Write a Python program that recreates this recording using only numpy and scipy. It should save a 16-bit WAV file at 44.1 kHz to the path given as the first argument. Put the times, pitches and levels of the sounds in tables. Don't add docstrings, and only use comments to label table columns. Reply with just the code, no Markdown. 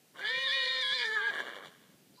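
import sys
import numpy as np
from scipy import signal
from scipy.io import wavfile
from scipy.ndimage import uniform_filter1d

SR = 44100
rng = np.random.default_rng(int(sys.argv[2]) if len(sys.argv) > 2 else 0)


def volts_from_db(level):
    exponent = np.asarray(level, float) / 20
    return 10 ** exponent


def unload_wav(signal):
    wavfile.write(
        sys.argv[1],
        SR,
        np.round(np.clip(np.atleast_2d(signal).T, -1, 1) * 32767).astype(np.int16),
    )


N = 97020
PITCH_WOBBLE = 0.00417


# (time [s], pitch [Hz], level [dB], brightness [dB], tilt of side lines, upper up and lower down [dB],
# nostril flare [dB])
SQUEAL_PATH = [(.19, 1470, -54.5, -3, 5, 3), (.212, 1600, -49, -3.5, 7.5, -5),
               (.236, 1676, -48, -8, -1.5, -11), (.244, 1695, -42, -6.5, -7.5, -8),
               (.274, 1751, -40.5, -3.5, 2, 0), (.348, 1866, -40.5, -1.5, 2.5, -5),
               (.43, 1885, -43, 2, 6.5, 4.5), (.468, 1850, -41, 4.5, -1.5, -8),
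               (.528, 1885, -39.5, 3, 4.5, -2), (.648, 1892, -41.5, 6.5, 4.5, -4),
               (.736, 1855, -42.5, 6, 1, 0), (.804, 1821, -44, 11, -3, -2), (.822, 1800, -45.5, 8, 3, 12),
               (.834, 1678, -43, 8.5, -0.5, -0.5), (.896, 1656, -43.5, 7.5, -0.5, 2),
               (.934, 1699, -39, 3.5, -1, 4), (.95, 1826, -48, 14, 7, 1.5), (.99, 1710, -42.5, 2, 2, 3),
               (1.036, 1703, -38.5, -6, -3, 4.5), (1.06, 1819, -43, 4.5, 0, 9),
               (1.085, 1765, -41.5, -12.5, -7, 14), (1.116, 1721, -38.5, -22.5, -6, 18),
               (1.142, 1781, -40.5, -7.5, -5, 8), (1.17, 1705, -35, -24, -9, 2),
               (1.218, 1587, -39, -8.5, -8, -5), (1.27, 1654, -36, -16.5, -4.5, -1),
               (1.304, 1630, -36.5, -10, -8.5, -16), (1.32, 1634, -56, 0, -7, 5)]
# (middle [s], length [s], drop [Hz], roughness [0-1])
SQUEAL_SLIPS = [
    (.225, .08, 5, .6),
    (.29, .06, 5, .3),
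    (.497, .046, 160, .2),
    (.665, .04, 15, .3),
    (1.015, .085, 5, .75),
    (1.085, .035, 5, .3),
    (1.22, .16, 5, .25),
]
# (time [s], pitch [Hz], level [dB])
LOW_TONE_PATH = [(.21, 386.3, -60.5), (.246, 407, -52.5), (.312, 499.6, -47), (.438, 533.7, -46.5),
                 (.556, 537.7, -47), (.664, 504.8, -46), (.71, 514.9, -46.5), (.954, 514.3, -49),
                 (1.04, 469.1, -44.5), (1.07, 435.3, -46.5), (1.15, 443.2, -46), (1.2, 418.3, -47),
                 (1.255, 464, -46.5), (1.286, 448, -46.5), (1.302, 380, -49)]


def whinny():
    t = np.arange(N) / SR
    high_hz, high_db, bright_db, tilt_db, flare_db, high_on = track(SQUEAL_PATH)
    low_hz, low_db, low_on = track(LOW_TONE_PATH)
    rough = np.zeros(N)
    for mid_s, length_s, drop_hz, roughness in SQUEAL_SLIPS:
        slip = bump(t, mid_s, length_s)
        high_hz = high_hz - drop_hz * slip
        rough += roughness * slip
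    high_wander = PITCH_WOBBLE * chance(46.0) + 0.01 * rough * chance(370)
    low_wander = PITCH_WOBBLE * chance(38) + 0.021 * rough * chance(180)
    high_phase = phase(high_hz * (1 + high_wander))
    low_phase = phase(low_hz * (1 + low_wander))
    grip = np.minimum(volts_from_db(low_db + 54), 1) * low_on

    voice = high_on * squeal(high_phase, low_phase, high_db, bright_db, tilt_db, flare_db, rough, grip)
    voice += low_on * low_tone(low_phase, low_db) + lingering_mode()
    air_flow = high_on * breath(low_phase, high_db + 0.24 * bright_db + 1.5 * rough)
    nostril_db = high_db + 0.45 * bright_db + 3 * rough + 0.56 * flare_db
    return throat(np.sqrt(2) * voice + air_flow) + high_on * hiss(nostril_db)


FLUTTER_DB = 2.5
SIDE_LINES_DB = [
    [-40, -41, -22.5, -0.5, -8, -11.5, -14.5, -31.5, -24, -27.5],
    [-45, -28, -29, -7.5, -10.5, -15.5, -11, -44, -53, -47],
    [-23.5, -22, -17.5, -17, -22.5, -45, -34, -34, -33, -42],
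    [-43, -40, -27, -32, -39, -30, -35, -33, -40, -42],
]


def squeal(high_phase, low_phase, high_db, bright_db, tilt_db, flare_db, rough, grip):
    fuzz, steady, lift_db = .3, .35, 7.5
    halves = 1 + rough * (1.3 * np.cos(low_phase / 2) + 1.1 * chance(540))
    out = np.zeros(N)
    for overtone, row in enumerate(SIDE_LINES_DB, 1):
        for step, line_db in enumerate(row, -3):
            main = overtone == 1 and step == 0
            db = high_db + line_db + tilt_db * np.sign(step)
            db = db + FLUTTER_DB * chance(12.8) * (steady if main else 1)
            db = db + bright_db * (overtone > 1) + flare_db * (overtone > 2)
            db = db + lift_db * rough * (7 * overtone + 2 * step > 17)
            line = volts_from_db(db) * np.cos(overtone * high_phase + step * low_phase + random_phase())
            if overtone == 1 and step == 1:
                line = line * side_shiver()
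            if main:
                out += line * (1 + (fuzz * 0.5 + 0.44 * rough) * chance(176))
            else:
                out += line * grip * (halves + fuzz * chance(405))
    return out


LOW_TONE_OVERTONES_DB = [-1, -5.5, -15, -10, -13, -13.5, -41, -18]


def low_tone(low_phase, low_db):
    out = np.zeros(N)
    for overtone, overtone_db in enumerate(LOW_TONE_OVERTONES_DB, 1):
        level = volts_from_db(low_db + overtone_db + FLUTTER_DB * chance(37.3))
        beat = shiver(mid_s=.68, length_s=.07, rate_hz=32, depth=.7)
        out += beat * level * np.cos(overtone * low_phase + random_phase())
    return out


def lingering_mode():
    held = bump(np.arange(N) / SR, mid_s=1, length_s=0.16) * side_shiver()
    return volts_from_db(-51) * held * np.cos(phase(2371 * (1 + PITCH_WOBBLE * chance(29))))


def shiver(mid_s, length_s, rate_hz, depth):
    beat = np.cos(phase(rate_hz * (1 + 0.22 * chance(14.7))))
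    return 1 + depth * bump(np.arange(N) / SR, mid_s, length_s) * beat


def side_shiver():
    return shiver(mid_s=.78, length_s=.26, rate_hz=48, depth=.8)


def breath(low_phase, db):
    level_db, patch_db, top_hz = 1.5, 3, 5600
    puffs = signal.lfilter([1, -.9], [1], rng.standard_normal(N)) * (1 + .5 * np.cos(low_phase))
    puffs = signal.sosfilt(signal.butter(4, top_hz, fs=SR, output="sos"), puffs)
    return volts_from_db(db + level_db + patch_db * chance(9.3)) * puffs


# (time [s], pulse rate [Hz], level [dB], ring of the dying squeal [dB], top band [dB])
OPENING_GROWL = [
    (.136, 112, -82, -2, -8),
    (.153, 130, -55.5, -15, -6),
    (.2, 148, -46.5, 7, 5.5),
    (.24, 180, -52.5, 14, 2),
    (.3, 780, -57.5, 0, 5),
]
CLOSING_GROWL = [(1.27, 170.4, -73, 10, 3), (1.315, 159.9, -44.5, 9, -4.5), (1.352, 155.2, -42, 11.5, 2.5),
                 (1.38, 150.2, -47, 20.5, 0.5), (1.405, 139.7, -44, 13.5, 4.5),
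                 (1.43, 127.3, -43.5, -1, -1.5), (1.48, 118, -45.5, 3.5, 0), (1.52, 110, -45.5, 8.5, -2.5),
                 (1.565, 97, -50, -3, 3.5), (1.61, 94.74, -47, -13, -9.5), (1.655, 94.1, -50.5, -19, 4),
                 (1.675, 92.2, -55.5, -8, 7.5), (1.71, 90.8, -61.5, -12, 0.5), (1.97, 89.9, -76.5, -15, 6)]
# (frequency [Hz], width [Hz], level [dB])
CHEST_MODES = [(435, 105, 7), (547, 130, 6.5), (1070, 62, 6)]


def growl(path):
    rate_jitter, noise_share, click_spread_db = .1, .76, 1.5
    puff_floor, puff_decay_cycles = .18, .35
    throb_db, throb_s, throb_peak_s = 1.5, .088, 1.395
    low_hz, top_hz, ring_hz, ring_width_hz, ring_gain_db = 254, 2700, 1630, 115, 3
    mode_drift = .05
    rate_hz, db, ring_db, top_db, on = track(path)
    turns = np.cumsum(rate_hz * np.exp(rate_jitter * chance(60.26))) / SR
    clicks = np.diff(np.floor(turns), prepend=0) * volts_from_db(click_spread_db * chance(110))
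    clicks = uniform_filter1d(clicks, size=5)
    puffs = (puff_floor + np.exp(-(turns % 1) / puff_decay_cycles)) * rng.standard_normal(N)
    throb = volts_from_db(throb_db * np.cos(2 * np.pi * (np.arange(N) / SR - throb_peak_s) / throb_s))

    drive = (1 - noise_share) * evened(clicks) + noise_share * evened(puffs)
    drive = signal.lfilter([1], [1, -.7], drive) * throb
    drive = signal.sosfilt(signal.butter(2, low_hz, "highpass", fs=SR, output="sos"), drive)
    body = drive.copy()
    for hz, width_hz, mode_db in CHEST_MODES:
        body += volts_from_db(mode_db) * resonate(drive, hz * (1 + mode_drift * chance(18)), width_hz)
    ring = resonate(drive, ring_hz * (1 + mode_drift / 2 * chance(9.9)), ring_width_hz)
    ring = volts_from_db(ring_gain_db + ring_db) * ring
    top = signal.sosfiltfilt(signal.butter(3, top_hz, "highpass", fs=SR, output="sos"), body)
    voice = volts_from_db(db) * (body + (volts_from_db(top_db) - 1) * top + ring) / np.std(body)
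    return on * (throat(voice, stretch=1.0325) + throb * hiss(db + top_db - 2.0))


# (frequency [Hz], level [dB])
THROAT_COLOUR = [(100, -2.5), (450, -3), (1300, 3), (1750, 6), (2300, 5), (3600, 6.5), (5200, -8.5),
                 (12000, -15)]
# (frequency [Hz], width [Hz], level [dB])
NARROW_GAPS = [(2107, 51, -4), (2664, 163.5, -34), (3475, 160, 1.5), (5300, 167, -18), (5760, 110, -12)]


def throat(x, stretch=1):
    hz = abs(np.fft.fftfreq(8192, 1 / SR)) * stretch
    db = read(THROAT_COLOUR, hz)
    for gap_hz, width_hz, gap_db in NARROW_GAPS:
        db = db + gap_db * np.exp(-((hz - gap_hz) / width_hz) ** 2)
    spectrum = np.exp(signal.hilbert(np.log(volts_from_db(db))).conj())
    return signal.oaconvolve(x, np.fft.ifft(spectrum).real[:2048])[:N]


# (frequency [Hz], width [Hz], level [dB])
NOSTRIL_BANDS = [(5680, 360, 4.5), (7035, 216, 6.5), (8540, 2900, -5)]


def hiss(db):
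    level_db, patch_db, patch_hz = -21.5, 3., 12
    flow = rng.standard_normal(N)
    bands = np.zeros(N)
    for hz, width_hz, band_db in NOSTRIL_BANDS:
        bands += volts_from_db(band_db + patch_db * chance(patch_hz)) * resonate_twice(flow, hz, width_hz)
    return volts_from_db(db + level_db) * evened(bands)


def trees(x):
    level_db, t60_s, first_return_s = -28, 1.18, 0.057
    t = np.arange(SR) / SR
    sparse = rng.standard_normal(SR) * (rng.random(SR) < .05)
    tail = sparse * volts_from_db(-60 * t / t60_s) * (t > first_return_s)
    tail = signal.lfilter([1], [1, -.5], tail)
    return volts_from_db(level_db) * signal.fftconvolve(x, tail / np.linalg.norm(tail))[:N]


# (start [s], rise [s], frequency [Hz], width [Hz], level [dB])
SNOW_CREAKS = [
    (2.135, 0.016, 4630, 246, -69.5),
    (2.149, 0.0037, 4050, 249, -71),
    (2.17, .02, 5100, 250, -69),
    (2.172, 0.01, 980, 152, -63),
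]


def snow():
    t, out = np.arange(N) / SR, np.zeros(N)
    for start_s, rise_s, hz, width_hz, db in SNOW_CREAKS:
        squeak = evened(resonate_twice(rng.standard_normal(N), hz, width_hz))
        out += volts_from_db(db) * np.clip((t - start_s) / rise_s, 0, 1) * squeak
    return out


# (frequency [Hz], level [dB per Hz])
AIR_SPECTRUM = [(24, -45), (40, -40), (160, -6), (233, -9), (466, -15.5), (568, -18), (1080, -26.5),
                (2640, -24), (15000, -29)]


def air():
    level_db, lump_db, lump_top_hz = -63, 4.8, 400
    frames, hz = N // 256 + 5, np.fft.rfftfreq(1024, 1 / SR)[:, None]
    real, imag = rng.standard_normal((frames, 513, 2)).T
    lumps = evened(uniform_filter1d(rng.standard_normal(frames), 5))
    db = read(AIR_SPECTRUM, hz) + lump_db * lumps / (1 + (hz / lump_top_hz) ** 2)
    noise = signal.istft((real + 1j * imag) * volts_from_db(db), nperseg=1024, noverlap=768)[1][:N]
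    return volts_from_db(level_db) * evened(noise)


def evened(x):
    return x / np.sqrt(np.mean(x ** 2) + 1e-20)


def read(points, hz):
    f, value = np.transpose(points)
    return np.interp(np.log(hz + 1), np.log(f + 1), value)


def track(table):
    t, rows = np.arange(N) / SR, np.transpose(table)
    live = (t > rows[0, 0]) & (t < rows[0, -1])
    return [np.interp(t, rows[0], column) for column in rows[1:]] + [live]


def bump(t, mid_s, length_s):
    return np.exp(-((t - mid_s) / (length_s / 2)) ** 4)


def phase(hz):
    return 2 * np.pi * np.cumsum(hz) / SR


def random_phase():
    return 2 * np.pi * rng.random()


def chance(hz):
    step = 16
    low_pass = signal.butter(2, hz, fs=SR / step, output="sos")
    slow = signal.sosfiltfilt(low_pass, rng.standard_normal(N // step + 2))
    return np.interp(np.arange(N) / step, np.arange(len(slow)), evened(slow))


def resonate(x, hz, width_hz):
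    turn = np.exp(1j * phase(hz * np.ones(N)))
    r = np.exp(-np.pi * width_hz / SR)
    return 2 * (turn * signal.lfilter([1 - r], [1, -r], x / turn)).real


def resonate_twice(x, hz, width_hz):
    return resonate(resonate(x, hz, width_hz), hz, width_hz)


def masked(x):
    mask_db, hole_db = -26, -25
    z = signal.stft(x, nperseg=2048)[2]
    power = abs(z) ** 2 + 1e-20
    near = uniform_filter1d(power, size=7, axis=1)
    wide = uniform_filter1d(power, size=91, axis=1)
    gain = np.where(near < wide * volts_from_db(2 * mask_db), volts_from_db(hole_db), 1)
    return signal.istft(z * gain, nperseg=2048)[1][:, :N]


def scene():
    horse = whinny() + growl(OPENING_GROWL) + growl(CLOSING_GROWL)
    return (horse + trees(horse) + snow() + air())[None]


def roll_off(x):
    return signal.sosfilt(signal.butter(12, 15420, fs=SR, output="sos"), x)


def record(dry):
    mic_hz, edge_hz = 110, 15500
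    x = signal.sosfilt(signal.butter(2, mic_hz, "highpass", fs=SR, output="sos"), dry)
    band_limit = signal.firwin(511, edge_hz, window=("kaiser", 9), fs=SR)[None]
    x = signal.oaconvolve(masked(x), band_limit, "same")
    return roll_off(x)


dry = scene()
out = record(dry)
unload_wav(out)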